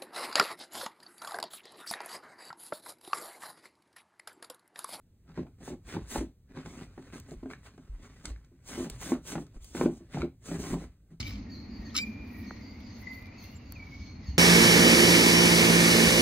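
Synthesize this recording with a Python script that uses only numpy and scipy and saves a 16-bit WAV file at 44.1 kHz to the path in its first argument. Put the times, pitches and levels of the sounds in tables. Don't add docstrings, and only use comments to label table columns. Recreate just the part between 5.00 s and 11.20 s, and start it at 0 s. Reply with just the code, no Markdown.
import sys
import numpy as np
from scipy import signal
from scipy.fft import rfft, irfft, next_fast_len
from scipy.io import wavfile
from scipy.ndimage import uniform_filter1d, map_coordinates

SR = 44100
rng = np.random.default_rng(int(sys.argv[2]) if len(sys.argv) > 2 else 0)


def to_wav(sig):
    pcm = np.clip(np.atleast_2d(sig), -1, 1) * 32767
    pcm = np.round(pcm).astype(np.int16)
    wavfile.write(sys.argv[1], SR, pcm.T)


N = 273420


def amp(db):
    return 10 ** (np.asarray(db) / 20)


def unit(x):
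    return x / np.sqrt(np.mean(x ** 2) + 1e-20)


def along(points, hz):
    f, v = np.transpose(points)
    return np.interp(np.log(hz + 1), np.log(f + 1), v)


def wobble(rate):
    knots = rng.standard_normal(int(N * rate / SR) + 4)
    return map_coordinates(knots, [np.arange(N) * rate / SR])


def filtered(x, response):
    n = x.shape[-1]
    m = next_fast_len(n + SR // 10)
    return irfft(rfft(x, m) * response(np.fft.rfftfreq(m, 1 / SR)), m)[..., :n]


def coloured(x, spectrum):
    return unit(filtered(x, lambda hz: amp(along(spectrum, hz))))


def add(track, s, sound):
    part = track[..., max(0, round(s * SR)):][..., :sound.shape[-1]]
    part += sound[..., :part.shape[-1]]


def burst(spectrum, t, t60, rise):
    noise = coloured(rng.standard_normal((2, len(t))), spectrum)
    return noise * amp(-60 * t / t60) * (1 - np.exp(-t / rise))


def in_room(x, wet_db):
    # frequency in Hz, decay time t60 in s
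    room_decay = [(100, 0.23), (350, 0.12), (1000, 0.15), (4000, 0.23), (14000, 0.026)]
    hz, t, z = signal.stft(rng.standard_normal((2, SR // 3)), SR, nperseg=256)
    decay = amp(-60 * t / along(room_decay, hz)[:, None])
    tail = signal.istft(z * decay, SR, nperseg=256)[1]
    tail = tail * (1 - np.exp(-(np.arange(tail.shape[1]) / SR / 0.0021) ** 2))
    echo = signal.fftconvolve(x, tail / np.linalg.norm(tail[0]), axes=1)[:, :x.shape[1]]
    return x + amp(wet_db) * echo


def background(drag_db):
    # frequency in Hz, relative level in dB
    sway_spectrum = [(15, -32.5), (30, -19), (50, -4), (80, -10), (130, -11.5), (300, -40.5), (700, -59)]
    air_spectrum = [(20, -3), (55, 4.5), (120, 4.5), (250, -5), (500, -17.5), (1000, -33), (3000, -34),
                    (8000, -34.5), (16000, -37)]
    movement_db = uniform_filter1d(drag_db, size=SR // 5)
    sway = amp(-33.5 + 0.38 * movement_db) * coloured(rng.standard_normal((2, N)), sway_spectrum)
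    air = amp(-64.0) * coloured(rng.standard_normal((2, N)), air_spectrum)
    return sway + air


def swell(start, length, rise, fall, build_db=0):
    t = np.arange(N) / SR - start
    before = rise * np.minimum(t, 0)
    during = build_db * (np.clip(t / length, 0, 1) - 1)
    after = -fall * np.maximum(t - length, 0)
    return before + during + after


def sliding():
    # start in s, length in s,
    # swish of the loops in dB, rub of the cloth in dB, drag on the boards in dB
    strokes = [(0.353, 0.042, -82, -59.5, -46), (0.651, 0.043, -54.5, -56.5, -43.5),
               (0.887, 0.058, -55.5, -49, -38.5), (1.109, 0.07, -45, -46.5, -35.5),
               (3.68, 0.16, -50, -50, -41), (4.014, 0.1, -46.5, -49.5, -37), (4.276, 0.047, -45, -48, -35),
               (4.753, 0.085, -49, -50, -31.5), (5.126, 0.081, -61.5, -51, -36.5),
               (5.461, 0.1, -52, -53, -39), (5.598, .135, -49.5, -50.5, -37)]
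    scuffs = [(0.291, 0.018, -87, -64.5, -54), (0.464, .02, -84, -79, -58),
              (0.611, 0.07, -67.5, -62.5, -49), (1.505, 0.033, -83, -69, -60),
              (1.566, 0.05, -69, -53.5, -48), (1.659, .18, -61.5, -57.5, -47),
              (2.136, 0.045, -58, -54.5, -46), (2.288, 0.04, -62, -63.5, -46),
              (2.509, 0.019, -62.5, -57.5, -46), (2.651, 0.016, -61, -55.5, -70),
              (3.029, 0.035, -64, -60, -51.5), (3.247, 0.054, -59, -57, -50),
              (3.908, 0.059, -59.5, -61.5, -55), (4.385, .035, -60.5, -70, -42),
              (4.548, 0.024, -70, -68.5, -56.5), (4.625, 0.17, -59, -75, -70),
              (4.909, 0.069, -63.5, -71, -51), (5.497, 0.036, -63.5, -63, -34),
              (5.786, 0.049, -60.5, -57, -44.5), (6.114, 0.016, -78, -74, -60.5)]
    # lag in s, build-up in dB (negative eases off), rise in dB per s, fall in dB per s
    stroke_shape = [(0.002, -1.5, 507.5, 334), (0.012, -1, 457, 385), (0.04, 3.5, 343, 335.5)]
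    # time in s, level in dB
    coat = [(0, -95), (0.2, -95), (0.32, -78), (0.528, -87), (0.85, -91), (1.03, -65), (1.38, -96),
            (1.93, -73), (2.05, -66.5), (2.4, -73.5), (2.92, -74.5), (3.2, -66.5), (3.5, -83.5),
            (4.1, -80.5), (5.05, -74.5), (5.38, -97), (5.85, -72), (6.0, -92)]
    coat_mix_db = [-3.5, 2.5, 7.5]
    coat_db = np.interp(np.arange(N) / SR, *np.transpose(coat))
    levels = []
    for layer, (lag, build_db, rise, fall) in enumerate(stroke_shape):
        level_db = coat_db + coat_mix_db[layer]
        for s, length, *layer_db in strokes:
            stroke_db = layer_db[layer] + swell(s + lag, length, rise, fall, build_db)
            level_db = np.maximum(level_db, stroke_db)
        for s, length, *layer_db in scuffs:
            scuff_db = layer_db[layer] + swell(s, length, rise=600, fall=375)
            level_db = np.maximum(level_db, scuff_db)
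        levels.append(level_db)
    return levels


def folds(x, patchy_db):
    z = signal.stft(x, nperseg=512)[2]
    field = rng.standard_normal(z.shape[1:])
    field = uniform_filter1d(field, size=4, axis=0)
    field = uniform_filter1d(field, size=7, axis=1)
    return signal.istft(z * amp(patchy_db * unit(field)), nperseg=512)[1][:, :N]


def friction(spectrum, rate, spread_db, smooth, patchy_db):
    count = int(rate * N / SR)
    when = ((np.arange(count) + rng.random(count)) * N / count).astype(int)
    sizes = amp(spread_db * rng.standard_normal((2, count)).clip(-2, 2))
    sizes = sizes * rng.choice([-1, 1], (2, count))
    slips = np.array([np.bincount(when, size, N) for size in sizes])
    hiss = smooth * rng.standard_normal((2, N))
    return coloured(folds(unit(slips) + hiss, patchy_db), spectrum)


def towel(swish_db, rub_db, drag_db):
    # frequency in Hz, relative level in dB
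    swish_spectrum = [(300, -21.5), (1500, -17.5), (3000, -1.5), (5000, -2), (6000, 5), (7500, 2.5),
                      (9500, 1.5), (11500, -18.5), (13500, -16), (16000, -6)]
    sizzle_spectrum = [(4000, -29), (9000, -6), (11000, 5.5), (16000, -14.5)]
    rub_spectrum = [(150, -5), (500, 3.5), (800, -2), (1100, 0.5), (1500, 0), (2200, -2), (3000, -8),
                    (5000, -10), (9000, -23), (16000, -43)]
    drag_spectrum = [(40, -36), (110, -24), (165, 5.5), (205, -4), (260, 4), (350, 0.5), (440, -10.5),
                     (560, -12.5), (800, -16), (2000, -54.5)]
    catch = wobble(90)
    combing_db = swish_db + 0.29 * catch + 0.2 * wobble(67)
    loops = friction(swish_spectrum, rate=2000, spread_db=3.5, smooth=0.93, patchy_db=2)
    swish = amp(combing_db - 0.5) * loops
    fine = friction(sizzle_spectrum, rate=2500, spread_db=5, smooth=.6, patchy_db=2.5)
    sizzle = amp(1.516 * combing_db + 15.0) * fine
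    fibres = friction(rub_spectrum, rate=480, spread_db=5.5, smooth=.8, patchy_db=2.6)
    rub = amp(rub_db + 1.5 + 1.55 * catch) * fibres
    judder = friction(drag_spectrum, rate=150, spread_db=0.5, smooth=0.56, patchy_db=-1)
    drag = amp(drag_db - 2.5 + 3.8 * catch) * judder
    return in_room(swish + sizzle + rub + drag, wet_db=-12)


def paws(knock_hz=850, knock_t60=0.012):
    # start in s, level in dB, hard knock of the claws in dB,
    # weight on the pad in dB
    landings = [(0.296, -46.5, -5, 3), (0.375, -24.5, -13, -7), (0.391, -22, -20, -8.5),
                (0.466, -43.5, -1.5, -14), (0.677, -29, -7, -11.5), (0.701, -27, -18, -32),
                (0.723, -27.5, -19, -18.5), (0.946, -35, 0, 2.5), (0.966, -23, -10, -18),
                (1.158, -24.5, -1, -19), (1.211, -22, -21, -21), (1.57, -31, -12, -9.5),
                (1.659, -35, -5, -4.5), (1.977, -29, -10.5, -14.5), (2.316, -29, -31, -14),
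                (2.43, -27.5, -20, -30), (2.457, -27.5, -15.5, -31), (2.779, -35, -12.5, -16),
                (3.517, -42.5, -24, -38), (3.777, -24, -21, -22), (3.805, -22, -21, -25.5),
                (4.119, -15.5, -13.5, -33.5), (4.15, -29, -6.5, -14), (4.354, -30.5, 3.5, 1),
                (4.379, -25, -7, -10), (4.748, -24, -8, -21), (4.811, -17, -5, -29),
                (4.836, -16.5, -35, -16.5), (4.859, -11.5, -20, -23.5), (5.006, -34.5, -35, -11.5),
                (5.143, -29, -7.5, -1.5), (5.171, -26, -7, -4), (5.23, -19.5, -31, -29),
                (5.514, -27.5, -10, -6.5), (5.723, -26, -19, -0.5), (5.739, -24.5, -7.5, -5),
                (6.115, -42.5, -18, 1)]
    # centre frequency in Hz, relative level in dB, t60 in s
    boards = [(164.9, 5, 0.14), (185, -4.5, 0.13), (262.2, -6.5, 0.14), (311.6, 2.5, 0.042),
              (346.3, -4.5, 0.1), (390.7, -9, 0.071), (601, -11, 0.041)]
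    # frequency in Hz, relative level in dB
    knock_spectrum = [(150, -24), (450, 6.5), (850, 7), (1200, 0), (1800, -4.5), (3000, -15.5),
                      (6000, -25.5), (16000, -38)]
    out, t = np.zeros((2, N)), np.arange(SR // 3) / SR
    hz, mode_db, t60 = np.transpose(boards)[:, :, None]
    deep = hz < 220
    for s, db, knock_db, weight_db in landings:
        size, detune = rng.standard_normal((2, len(boards), 1))
        strength_db = mode_db + 0.88 * size + deep * weight_db
        ringing = np.sin(2 * np.pi * hz * (1 + 0.028 * detune) * t)
        modes = amp(strength_db - 60 * t / t60) * ringing
        softness = amp(-.45 * (db + 18.5))
        thump = amp(-0.5) * modes.sum(0) * (1 - np.exp(-t / (0.0039 * softness)))
        toe_hz = knock_hz * (1 + 0.096 * detune[0])
        toe = amp(4.0 - 60 * t / knock_t60) * np.sin(2 * np.pi * toe_hz * t)
        clatter = amp(0.5) * burst(knock_spectrum, t, t60=0.026, rise=0.00049)
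        knock = amp(knock_db) * (toe + clatter)
        knock = knock * (1 - np.exp(-t / (0.00077 * softness)))
        add(out, s, amp(db) * in_room(thump + knock, wet_db=-8.5))
    return out


def booms(boom_hz=54, t60=0.27, rise=0.0031):
    # start in s, level in dB
    weights = [(0.389, -41), (0.959, -36.5), (1.019, -41.5), (1.18, -30), (2.361, -42), (2.895, -33.5),
               (2.935, -35), (3.271, -39.5), (3.306, -32), (3.91, -40), (3.952, -40), (4.559, -38),
               (4.611, -42), (4.84, -41), (5.2, -32), (5.582, -38), (5.712, -34.5), (5.843, -39.5)]
    out, t = np.zeros((2, N)), np.arange(SR // 2) / SR
    for s, db in weights:
        pitch = boom_hz * np.exp(0.24 * rng.standard_normal())
        envelope = amp(db + 1.5 - 60 * t / t60) * (1 - np.exp(-t / rise))
        add(out, s, envelope * np.sin(2 * np.pi * pitch * t))
    return out


def ticks(t60=0.013, edge_hz=8000):
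    # start in s, level in dB, strength of the snap in dB
    contacts = [(1.66, -38.5, -1.5), (2.199, -60, 18.5), (2.309, -49, 4.5), (2.503, -34, -24),
                (2.512, -33, -26), (2.535, -30, -35), (2.777, -60.5, 7), (3.2548, -31.5, 7),
                (3.362, -44.5, -16), (3.4466, -58, 4), (3.8985, -43, 14.5), (4.031, -49, -7),
                (4.466, -57, 6.5), (4.644, -60.5, 20.5), (5.219, -22, -19)]
    # centre frequency in Hz, relative level in dB
    claw_modes = [(1150, -23), (1550, 2), (2100, -1), (2700, -19), (3900, -12)]
    # frequency in Hz, relative level in dB
    snag_spectrum = [(1000, -14.5), (3500, 0.5), (7000, 2.5), (10000, -2.5), (16000, 3.5)]
    out, t = np.zeros((2, N)), np.arange(SR // 4) / SR
    hz, mode_db = np.transpose(claw_modes)[:, :, None]
    for s, db, snap_db in contacts:
        pitch = hz * (1 + 0.064 * rng.standard_normal(hz.shape))
        modes = amp(mode_db - 60 * t / t60) * np.sin(2 * np.pi * pitch * t)
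        tap = amp(-7) * modes.sum(0)
        reach = edge_hz * amp(0.29 * max(snap_db, 0))
        click = burst(snag_spectrum, t, t60=0.015, rise=0.00096)
        snap = filtered(click, lambda f: 1 / (1 + (f / reach) ** 8))
        add(out, s, amp(db) * in_room(tap + amp(snap_db + 4.0) * snap, wet_db=-11.5))
    return out


def ports(pair):
    # frequency in Hz, phase lead of the left port in radians
    left_lead = [(1700, 0), (2400, .4), (3000, 2), (4000, 1.5), (5400, 3.14), (8200, 6.28), (11500, 9.42),
                 (14700, 12.57)]
    # frequency in Hz, likeness of the two ports (1 is identical)
    likeness = [(60, .997), (400, .99), (800, .9), (1700, .93), (2700, .35), (4000, .62), (5400, .97),
                (6500, .82), (8200, .97), (10000, .85), (11500, .98), (16000, .92)]

    def split(hz):
        turn = np.arccos(np.clip(along(likeness, hz), -1, 1)) / 2
        return np.array([np.cos(turn), 1j * np.sin(turn)])

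    shared, diffuse = filtered(pair, split)
    left_right = np.array([shared + diffuse, shared - diffuse])
    return filtered(left_right, lambda hz: np.exp(.5j * along(left_lead, hz) * [[1], [-1]]))


def scene():
    swish_db, rub_db, drag_db = sliding()
    digging = towel(swish_db, rub_db, drag_db)
    return ports(digging + paws() + ticks() + booms() + background(drag_db))


def record(dry):
    return filtered(dry, lambda hz: hz < 15800)


dry = scene()
out = record(dry)
to_wav(out)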